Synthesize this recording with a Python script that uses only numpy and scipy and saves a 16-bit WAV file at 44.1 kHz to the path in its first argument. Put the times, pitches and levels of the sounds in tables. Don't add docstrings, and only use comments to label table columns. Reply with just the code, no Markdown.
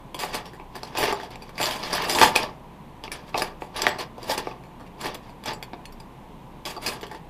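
import sys
import numpy as np
from scipy import signal
from scipy.fft import rfft, irfft, next_fast_len
from scipy.io import wavfile
from scipy.ndimage import uniform_filter1d

SR = 44100
rng = np.random.default_rng(int(sys.argv[2]) if len(sys.argv) > 2 else 0)


def waveform_to_disk(signal):
    frames = np.transpose(np.atleast_2d(signal))
    scaled = np.clip(frames, -1, 1) * 32767
    samples = np.round(scaled).astype(np.int16)
    wavfile.write(sys.argv[1], SR, samples)


N = 321512
TREBLE_HZ = 6300


def gain_of(db):
    return 10 ** (np.asarray(db) / 20)


def evened(x):
    return x / np.sqrt(np.mean(x ** 2) + 1e-20)


def read(points, hz):
    point_hz, value = np.transpose(points)
    return np.interp(np.log(hz + 1), np.log(point_hz + 1), value)


def coloured(x, points):
    size = next_fast_len(len(x))
    weight = gain_of(read(points, np.fft.rfftfreq(size, 1 / SR)))
    return irfft(rfft(x, size) * weight, size)[:len(x)]


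def lowpass(x, hz):
    return signal.oaconvolve(x, signal.firwin(511, hz, window=("kaiser", 9), fs=SR), "same")


# frequency in Hz, relative density in dB per Hz.
ROOM_SPECTRUM = [(8, -32), (27, 5), (42, -20), (90, -19), (125, -3.5), (200, -5.5), (400, -13), (630, -16),
                 (1000, -10.5), (1300, -26), (1700, -27), (2500, -28), (3600, -32.5), (5000, -41),
                 (8000, -44)]
# frequency in Hz, level in dB rms.
HUM_TONES = [(29.5, -61), (59.2, -55.5), (118.4, -63.5), (14169, -106)]
ROOM_DB_RMS = -44.46


def room_tone():
    t = np.arange(N) / SR
    hum = np.zeros(N)
    for hz, db in HUM_TONES:
        hum += gain_of(db) * np.sqrt(2) * np.sin(2 * np.pi * (hz * t + rng.random()))
    murmur = evened(coloured(rng.standard_normal(N), ROOM_SPECTRUM))
    return gain_of(ROOM_DB_RMS) * murmur + hum


# frequency in Hz, t60 in s.
WALL_T60 = [(300, 0.43), (1000, 0.37), (4000, 0.14), (12000, 0.12)]


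def kitchen(x):
    taps = np.zeros(SR // 2)
    at = np.arange(200, len(taps) - 20, 20)
    taps[at + rng.integers(0, 20, len(at))] = rng.choice([-1., 1.], len(at))
    hz, t, bands = signal.stft(taps, SR, nperseg=256)
    dying = gain_of(-60 * t / read(WALL_T60, hz)[:, None])
    tail = signal.istft(bands * dying, SR, nperseg=256)[1]
    return signal.fftconvolve(x, tail / np.linalg.norm(tail))[:N]


# start of full force in s, steel rattle in relative dB, swell in s,
# hold in s, fade in s, treble in dB over steel.
PILE_SHOVES = [(0.208, -31, .04, 0.036, 0.097, -8), (0.347, -28.5, 0.052, 0.0088, 0.07, -11),
               (0.453, -49, .02, 0.01, 0.15, -14), (0.755, -41.5, 0.033, .02, 0.036, -14),
               (0.836, -47, 0.092, .05, .1, -13), (0.987, -25, 0.052, 0.086, 0.13, -15.5),
               (1.203, -43, 0.045, 0.046, 0.052, -15), (1.312, -40.5, 0.013, 0.015, 0.045, -20),
               (1.435, -51.5, 0.14, .05, 0.055, -18), (1.618, -28, 0.06, 0.036, 0.28, -7.5),
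               (1.86, -31, 0.087, 0.077, 0.11, -13), (1.938, -25.5, 0.029, 0.027, 0.25, -20),
               (2.094, -26, 0.045, 0.14, 0.092, -4.5), (2.232, -16.5, 0.081, 0.013, 0.085, -6),
               (2.358, -21.5, 0.028, 0.0084, 0.11, -11), (2.408, -33.5, 0.058, 0.019, 0.083, -15),
               (3.042, -37, 0.011, 0.0065, 0.044, -21), (3.117, -36, 0.0047, 0.0071, 0.12, -13),
               (3.285, -45, 0.036, .015, 0.02, -8), (3.379, -32.5, .05, .06, 0.079, -9.5),
               (3.613, -50, 0.024, 0.015, 0.082, -3), (3.762, -33, 0.021, .04, 0.16, -13.5),
               (3.839, -27, 0.082, 0.016, 0.12, -19), (3.994, -31.5, 0.02, 0.016, 0.052, -12.5),
               (4.214, -46, 0.067, 0.024, 0.035, -12), (4.308, -26.5, 0.063, 0.027, 0.041, -6.5),
               (4.379, -24.5, .012, 0.0045, 0.037, -10), (4.443, -42.5, 0.15, 0.046, .08, -18),
               (5.015, -34, .03, .015, .04, -8), (5.047, -29.5, .015, 0.029, .04, -13),
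               (5.11, -42.5, 0.046, 0.024, .08, -21), (5.15, -30.5, 0.013, 0.0019, 0.011, -13),
               (5.235, -52, .03, 0.063, .04, -14), (5.474, -28, 0.031, 0.017, 0.069, -16),
               (6.662, -35, 0.007, 0.051, 0.058, -6), (6.825, -36.5, 0.028, 0.025, .03, -7.5),
               (6.863, -31, .01, 0.018, 0.12, -5.5), (7.034, -38.5, 0.0086, .003, 0.035, -16),
               (7.132, -48.5, 0.23, 0.03, 0.047, -12)]
SWELL_DB = 21.5
FADE_BEND = 1.295
TRAY_DB = -0.26
TRAY_SLOPE, TREBLE_SLOPE = 0.27, 0.28
KNEE_DB = 33


def shoving(t):
    power = np.full((3, len(t)), 1e-14)
    share = np.array([[1], [1 - TRAY_SLOPE], [1 + TREBLE_SLOPE]])
    for s, steel_db, swell_s, hold_s, fade_s, treble_db in PILE_SHOVES:
        late = t - s
        swell_db = SWELL_DB * late / swell_s
        fade_db = -SWELL_DB * (np.maximum(late - hold_s, 0) / fade_s) ** FADE_BEND
        down_db = np.maximum(np.where(late < 0, swell_db, fade_db), -150)
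        knee_db = np.minimum(down_db + KNEE_DB, 0)
        peak_db = steel_db + np.array([[0], [TRAY_DB], [treble_db]])
        power += gain_of(peak_db + share * (down_db - knee_db) + knee_db) ** 2
    return np.sqrt(power)


def jostled(modes, extra_hz, per_s, spread_db):
    out = np.zeros(N)
    for hz, width_hz, db in modes:
        taps = (rng.random(N) < per_s / SR) * rng.choice([-1., 1.], N)
        size = np.minimum(rng.exponential(1, N), 3)
        taps *= gain_of(spread_db * size)
        r = np.exp(-np.pi * (width_hz + extra_hz) / SR)
        poles = [1, -2 * r * np.cos(2 * np.pi * hz / SR), r * r]
        out += gain_of(db) * evened(signal.lfilter([1], poles, taps))
    return evened(out)


# frequency in Hz, base width in Hz, base gain in dB.
STEEL_MODES = [(1698, 170, 2.5), (1823, 76, -8.5), (2266, 104, -1), (2540, 51, -8), (2781, 120, -2),
               (3379, 116, 0.5), (3630, 56, -15), (4294, 31, -8), (4675, 75, 0), (4750, 72, -6.5),
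               (5000, 77, -1.5), (5560, 66, -4.5), (6038, 76, -9.5), (6270, 51, -13), (7200, 14, -14),
               (7515, 125, -12), (7730, 11, -19.5), (8010, 50, -15.5), (8640, 16, -18), (9620, 41, -8),
               (10270, 44, -8), (11480, 80, -16), (12000, 49, -39), (13300, 60, -31), (14890, 140, -3.5),
               (13400, 30, -10)]
# frequency in Hz, base width in Hz, base gain in dB.
TRAY_MODES = [(218, 91, -9.5), (362, 25, -8.5), (402, 49, -2), (509, 26, -8), (610, 40, -8),
              (738, 15, -7.5), (878.5, 53, -0.5), (981, 66, -5), (1148, 45, -5)]
# frequency in Hz, relative density in dB per Hz.
CONTACT_SPECTRUM = [(120, -69), (200, -8.5), (390, -14.5), (581, -10), (624, 2.5), (683, -15), (880, -7.5),
                    (1460, -7.5), (1720, 1), (3870, -1.5), (4890, -12), (6770, -21), (10100, -28.5),
                    (15000, -27)]
LUMPS_DB, LUMP_S = 2, 0.012


def rattle():
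    level = shoving(np.arange(0, N + 32, 32) / SR).repeat(32, axis=1)[:, :N]
    knots = rng.standard_normal(N // 200)
    lumps = np.interp(np.arange(N) / SR / LUMP_S, np.arange(len(knots)), knots)
    level = level * gain_of(LUMPS_DB * lumps)

    grain_size = np.minimum(rng.exponential(1, N // 40 + 1), 3).repeat(40)[:N]
    grit = coloured(rng.standard_normal(N) * gain_of(0.82 * grain_size), CONTACT_SPECTRUM)
    low, below_treble = lowpass(grit, 1304), lowpass(grit, TREBLE_HZ)

    steel_modes = [m for m in STEEL_MODES if m[0] <= TREBLE_HZ]
    treble_modes = [m for m in STEEL_MODES if m[0] > TREBLE_HZ]
    steel = jostled(steel_modes, extra_hz=45, per_s=440, spread_db=5)
    treble = jostled(treble_modes, extra_hz=14, per_s=290, spread_db=6)
    tray = jostled(TRAY_MODES, extra_hz=30.6, per_s=120, spread_db=3)

    layers = [0.61 * steel + 0.51 * evened(below_treble - low),
              0.75 * tray + 0.45 * evened(low),
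              0.67 * treble + 0.68 * evened(grit - below_treble)]
    return gain_of(-3) * (uniform_filter1d(level, 150) * layers).sum(0)


def skidding(skid, jolts):
    t = np.arange(len(jolts)) / SR
    train = 0.49 * skid * jolts * np.exp(-(t / (0.03 * skid)) ** 2)
    train[0] = 1
    return train


def favoured(modes_hz, db, struck_hz, luck, near_db, spread, luck_db):
    near = np.exp(-(np.log(modes_hz / struck_hz) / spread) ** 2)
    return gain_of(db + near_db * near + luck_db * luck[:len(db)] ** 3)


def ring(modes_hz, widths_hz, gains, phases, rise_s, t):
    decay = np.exp(-np.pi * np.outer(widths_hz, t))
    sines = np.sin(2 * np.pi * (np.outer(modes_hz, t) + phases[:, None]))
    sound = gains @ (decay * sines) * (1 - np.exp(-t / rise_s))
    return sound / abs(sound).max()


# start in s, level in dB, tray knock in dB over level, treble in dB over level,
# clank pitch in Hz, favoured knock pitch in Hz, skid after the blow from 0 to 1.
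CUTLERY_BLOWS = [(0.1447, -20.5, -5, -13, 2380, 338, 0.7), (0.191, -20.5, -13, -11.5, 3100, 589, 0.7),
                 (0.2014, -20, -22, -13, 4850, 323, 1), (0.2348, -17, -0.5, -19, 1930, 766, 0.54),
                 (0.3438, -17, -7.5, -9, 4400, 510, .8), (0.4567, -29.5, -10, -16, 3730, 1040, 0.76),
                 (0.5339, -32.5, -10, -15, 1760, 1010, 0.93), (0.598, -31, -0.5, -31, 2370, 905, 0.56),
                 (0.7539, -28, -1, -12.5, 1600, 870, 0.9), (0.8322, -19, -5.5, -18.5, 4580, 835, .65),
                 (0.9517, -22, -2.5, -23, 1840, 815, 0.57), (0.9722, -16.5, -16, -14, 5170, 1020, 1),
                 (0.9842, -22.5, 2.5, -2, 2250, 740, 0.99), (1.0285, -11.5, -3.5, -13.5, 1860, 435, 0.93),
                 (1.0794, -15, -4.5, -38, 2260, 964, .5), (1.1259, -15.5, 0, -14.5, 1690, 430, 0.6),
                 (1.2004, -23, -14, -28, 1720, 506, 0.67), (1.2326, -28, -2.5, -15, 2280, 740, 0.74),
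                 (1.3057, -31, -13, -15, 2437, 860, 0.8), (1.3568, -22.5, -10, -21, 2200, 721, 0.2),
                 (1.4207, -33, -5.5, -18, 2350, 859, 0.9), (1.4927, -30.5, -7, -16, 2000, 393, 0.47),
                 (1.5559, -37, -5, -18, 4880, 870, 0.6), (1.5798, -18, -13, -19, 2320, 1180, 0.65),
                 (1.6003, -14.5, -4.5, -30, 1920, 730, 0.4), (1.6132, -9, -13, -14, 3430, 735, 0.4),
                 (1.6289, -6.5, -16, -15, 2960, 353, .8), (1.6571, -9.5, -26, -19, 5000, 387, 0.66),
                 (1.7097, -11, -29, -18, 3500, 872, 0.76), (1.8297, -20.5, -24, -24, 4770, 336, 1),
                 (1.9297, -11, -7.5, -13, 4950, 980, 0.64), (1.95, -13.5, -9, -9.5, 4950, 744, 0.78),
                 (2.0209, -18, -29, -12, 1860, 347, 0.83), (2.0966, -9.5, -12.5, -12, 5100, 864, 1),
                 (2.1492, -14, -7.5, -10.5, 3730, 859, 0.97), (2.1864, -5.5, -31, -20, 1870, 864, .3),
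                 (2.2142, 1.5, -6.5, -17.5, 1635, 880, 0.74), (2.2316, -1.5, -5, -15, 1810, 888, 0.83),
                 (2.3556, -6, -18, -28, 4200, 417, .2), (2.36, 0, -14, -13.5, 2400, 900, 0.52),
                 (2.4308, -15.5, -18, -21, 4520, 921, 0.3), (3.038, -20.5, -6.5, -18, 3090, 590, 0.43),
                 (3.0789, -21.5, -10, -43, 2290, 398, .35), (3.1174, -18.5, -26, -10, 2100, 1020, 0.53),
                 (3.3436, -14.5, -1, -50, 2600, 660, 0.74), (3.3772, -14.5, -3.5, -13.5, 3920, 746, 0.78),
                 (3.42, -8.5, -5, -17.5, 1910, 570, 0.43), (3.6204, -21, 0.5, -61, 2190, 794, 0.55),
                 (3.7459, -29, -10, -31, 2090, 506, .9), (3.7628, -18, -26, -15, 3520, 524, 0.65),
                 (3.819, -7, -22, -12, 5150, 1130, 0.47), (3.8675, 1.5, -13.5, -45, 1914, 790, 0.38),
                 (3.8806, -18, -2, -9, 1580, 635, 0.5), (3.9848, -25.5, -7, -14, 4400, 610, 0.86),
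                 (4.1805, -34.5, 7, -15, 2400, 500, 0.5), (4.2298, -28, -7, -12.5, 4690, 770, 0.9),
                 (4.2964, -15, -5.5, -17, 5550, 615, 1), (4.3779, -11, -5.5, -14, 2680, 870, 0.45),
                 (4.4709, -27.5, 10, -24, 2190, 413, 0.5), (4.5124, -35, 4.5, -25, 2540, 460, .55),
                 (4.6364, -41.5, -2, -15, 2100, 848, 1), (4.7977, -37, -2, -20, 1680, 584, 1),
                 (4.864, -37, -11, -24, 2340, 350, 0.84), (5.0123, -21.5, -16, -12.5, 4240, 888, 0.4),
                 (5.0574, -24.5, 2, -9, 1730, 400, .7), (5.145, -29, -24, -4, 1690, 950, 0.1),
                 (5.294, -41, 0.5, -14, 2100, 406, .65), (5.438, -24, -13, -15, 3420, 336, 0.25),
                 (5.458, -19, -7.5, -12, 5230, 872, 0.77), (5.5332, -27.5, -4, -9, 2830, 417, 0.4),
                 (5.6266, -20.5, -9, -13, 2400, 830, .52), (5.7331, -24.5, -2, -41, 3270, 425, 0.67),
                 (5.8546, -25.5, -39, -15, 2560, 900, .2), (5.9236, -35, -7, -9.5, 4850, 315, 0.5),
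                 (6.0008, -34, -7, -11.5, 4870, 930, 0.6), (6.6532, -15.5, -15, -18, 3400, 633, .75),
                 (6.765, -30.5, 4, -16, 4660, 794, 0.76), (6.8628, -12.5, -26, -11, 5100, 886, 0.99),
                 (7.011, -28.5, -8, -14, 3200, 965, 0.5), (7.0306, -21.5, -2.5, -35, 1940, 384, 0.56),
                 (7.0668, -27.5, -9, -17, 3400, 877, 0.55), (7.1136, -29, -1, -18, 1890, 860, 0.87),
                 (7.1473, -32.5, 3.5, -18, 1890, 940, 0.5)]
HIGH_RINGS_HZ = [6167, 7470, 9980]
RING_LENGTH = 0.78
RING_PER_TRAY_DB, RING_PER_TREBLE_DB = -0.01, 0.02


def blows():
    hz, width_hz, db = np.transpose(STEEL_MODES)
    low_hz, low_width_hz, low_db = np.transpose(TRAY_MODES)
    high = hz > TREBLE_HZ
    t, out = np.arange(SR // 5) / SR, np.zeros(N + SR)
    count, jolt_len = len(CUTLERY_BLOWS), SR // 12
    chance = rng.random((count, 4, 32))
    cracks = rng.standard_normal((count, len(t)))
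    jolts = rng.standard_normal((count, jolt_len)) * (rng.random((count, jolt_len)) < 700 / SR)
    for row, (luck, phase, low_luck, more), crack, jolt in zip(CUTLERY_BLOWS, chance, cracks, jolts):
        s, level_db, tray_db, treble_db, clank_hz, knock_hz, skid = row
        length = RING_LENGTH + RING_PER_TRAY_DB * (tray_db + 4.5) + RING_PER_TREBLE_DB * (treble_db + 20)

        ring_hz = HIGH_RINGS_HZ[int(len(HIGH_RINGS_HZ) * more[-1])]
        gains = favoured(hz, db, clank_hz, luck, 10.7, 0.096, 6.9)
        gains += favoured(hz, db, ring_hz, luck[::-1], 17, 0.015, 11.6)
        piece_hz = hz * (1 + 0.02 * (more[:len(hz)] - 0.5))
        woken = gains / gain_of(db)
        octaves_above = np.log2(np.clip(hz, clank_hz, TREBLE_HZ) / clank_hz)
        gains *= gain_of(0.5 * min(treble_db + 9, 0) * octaves_above)
        damped_hz = width_hz / max(length, 0.2) * (1 + 1.75 * (1 - woken / woken.max()))

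        clank_modes_hz = clank_hz * np.array([0.9, 1, 1.15])
        clank = ring(clank_modes_hz, [300] * 3, np.array([0.6, 1, 0.6]), phase[:3], 0.00049, t)
        phases = phase[:len(hz)]
        steel = ring(piece_hz[~high], damped_hz[~high], gains[~high], phases[~high], 0.00059, t)
        treble = ring(piece_hz[high], damped_hz[high], gains[high], phases[high], 0.00018, t)
        treble += gain_of(-11) * evened(np.diff(crack, prepend=0)) * np.exp(-t / 0.007)
        low_gains = favoured(low_hz, low_db, knock_hz, low_luck, 8.8, 0.11, 6.7)
        knock = ring(low_hz, low_width_hz + 30, low_gains, phase[-len(low_hz):], 0.0012, t)
        snap = 0.12 * evened(coloured(crack, CONTACT_SPECTRUM)) * np.exp(-t / 0.0019)

        blow = 0.24 * clank + 0.5 * steel + snap
        blow += gain_of(treble_db) * treble + gain_of(tray_db) * knock
        skidded = signal.fftconvolve(blow, skidding(skid, jolt))[:len(t)]
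        out[round(s * SR):][:len(t)] += gain_of(level_db) * skidded
    return out[:N]


def scene():
    cutlery = blows() + rattle()
    return (cutlery + gain_of(-12.5) * kitchen(cutlery) + room_tone())[None]


MIC_HZ, EDGE_HZ = 14650, 15750


def record(dry):
    heard = lowpass(dry[0], MIC_HZ)
    return lowpass(np.clip(heard, -1, 1), EDGE_HZ)[None]


dry = scene()
out = record(dry)
waveform_to_disk(out)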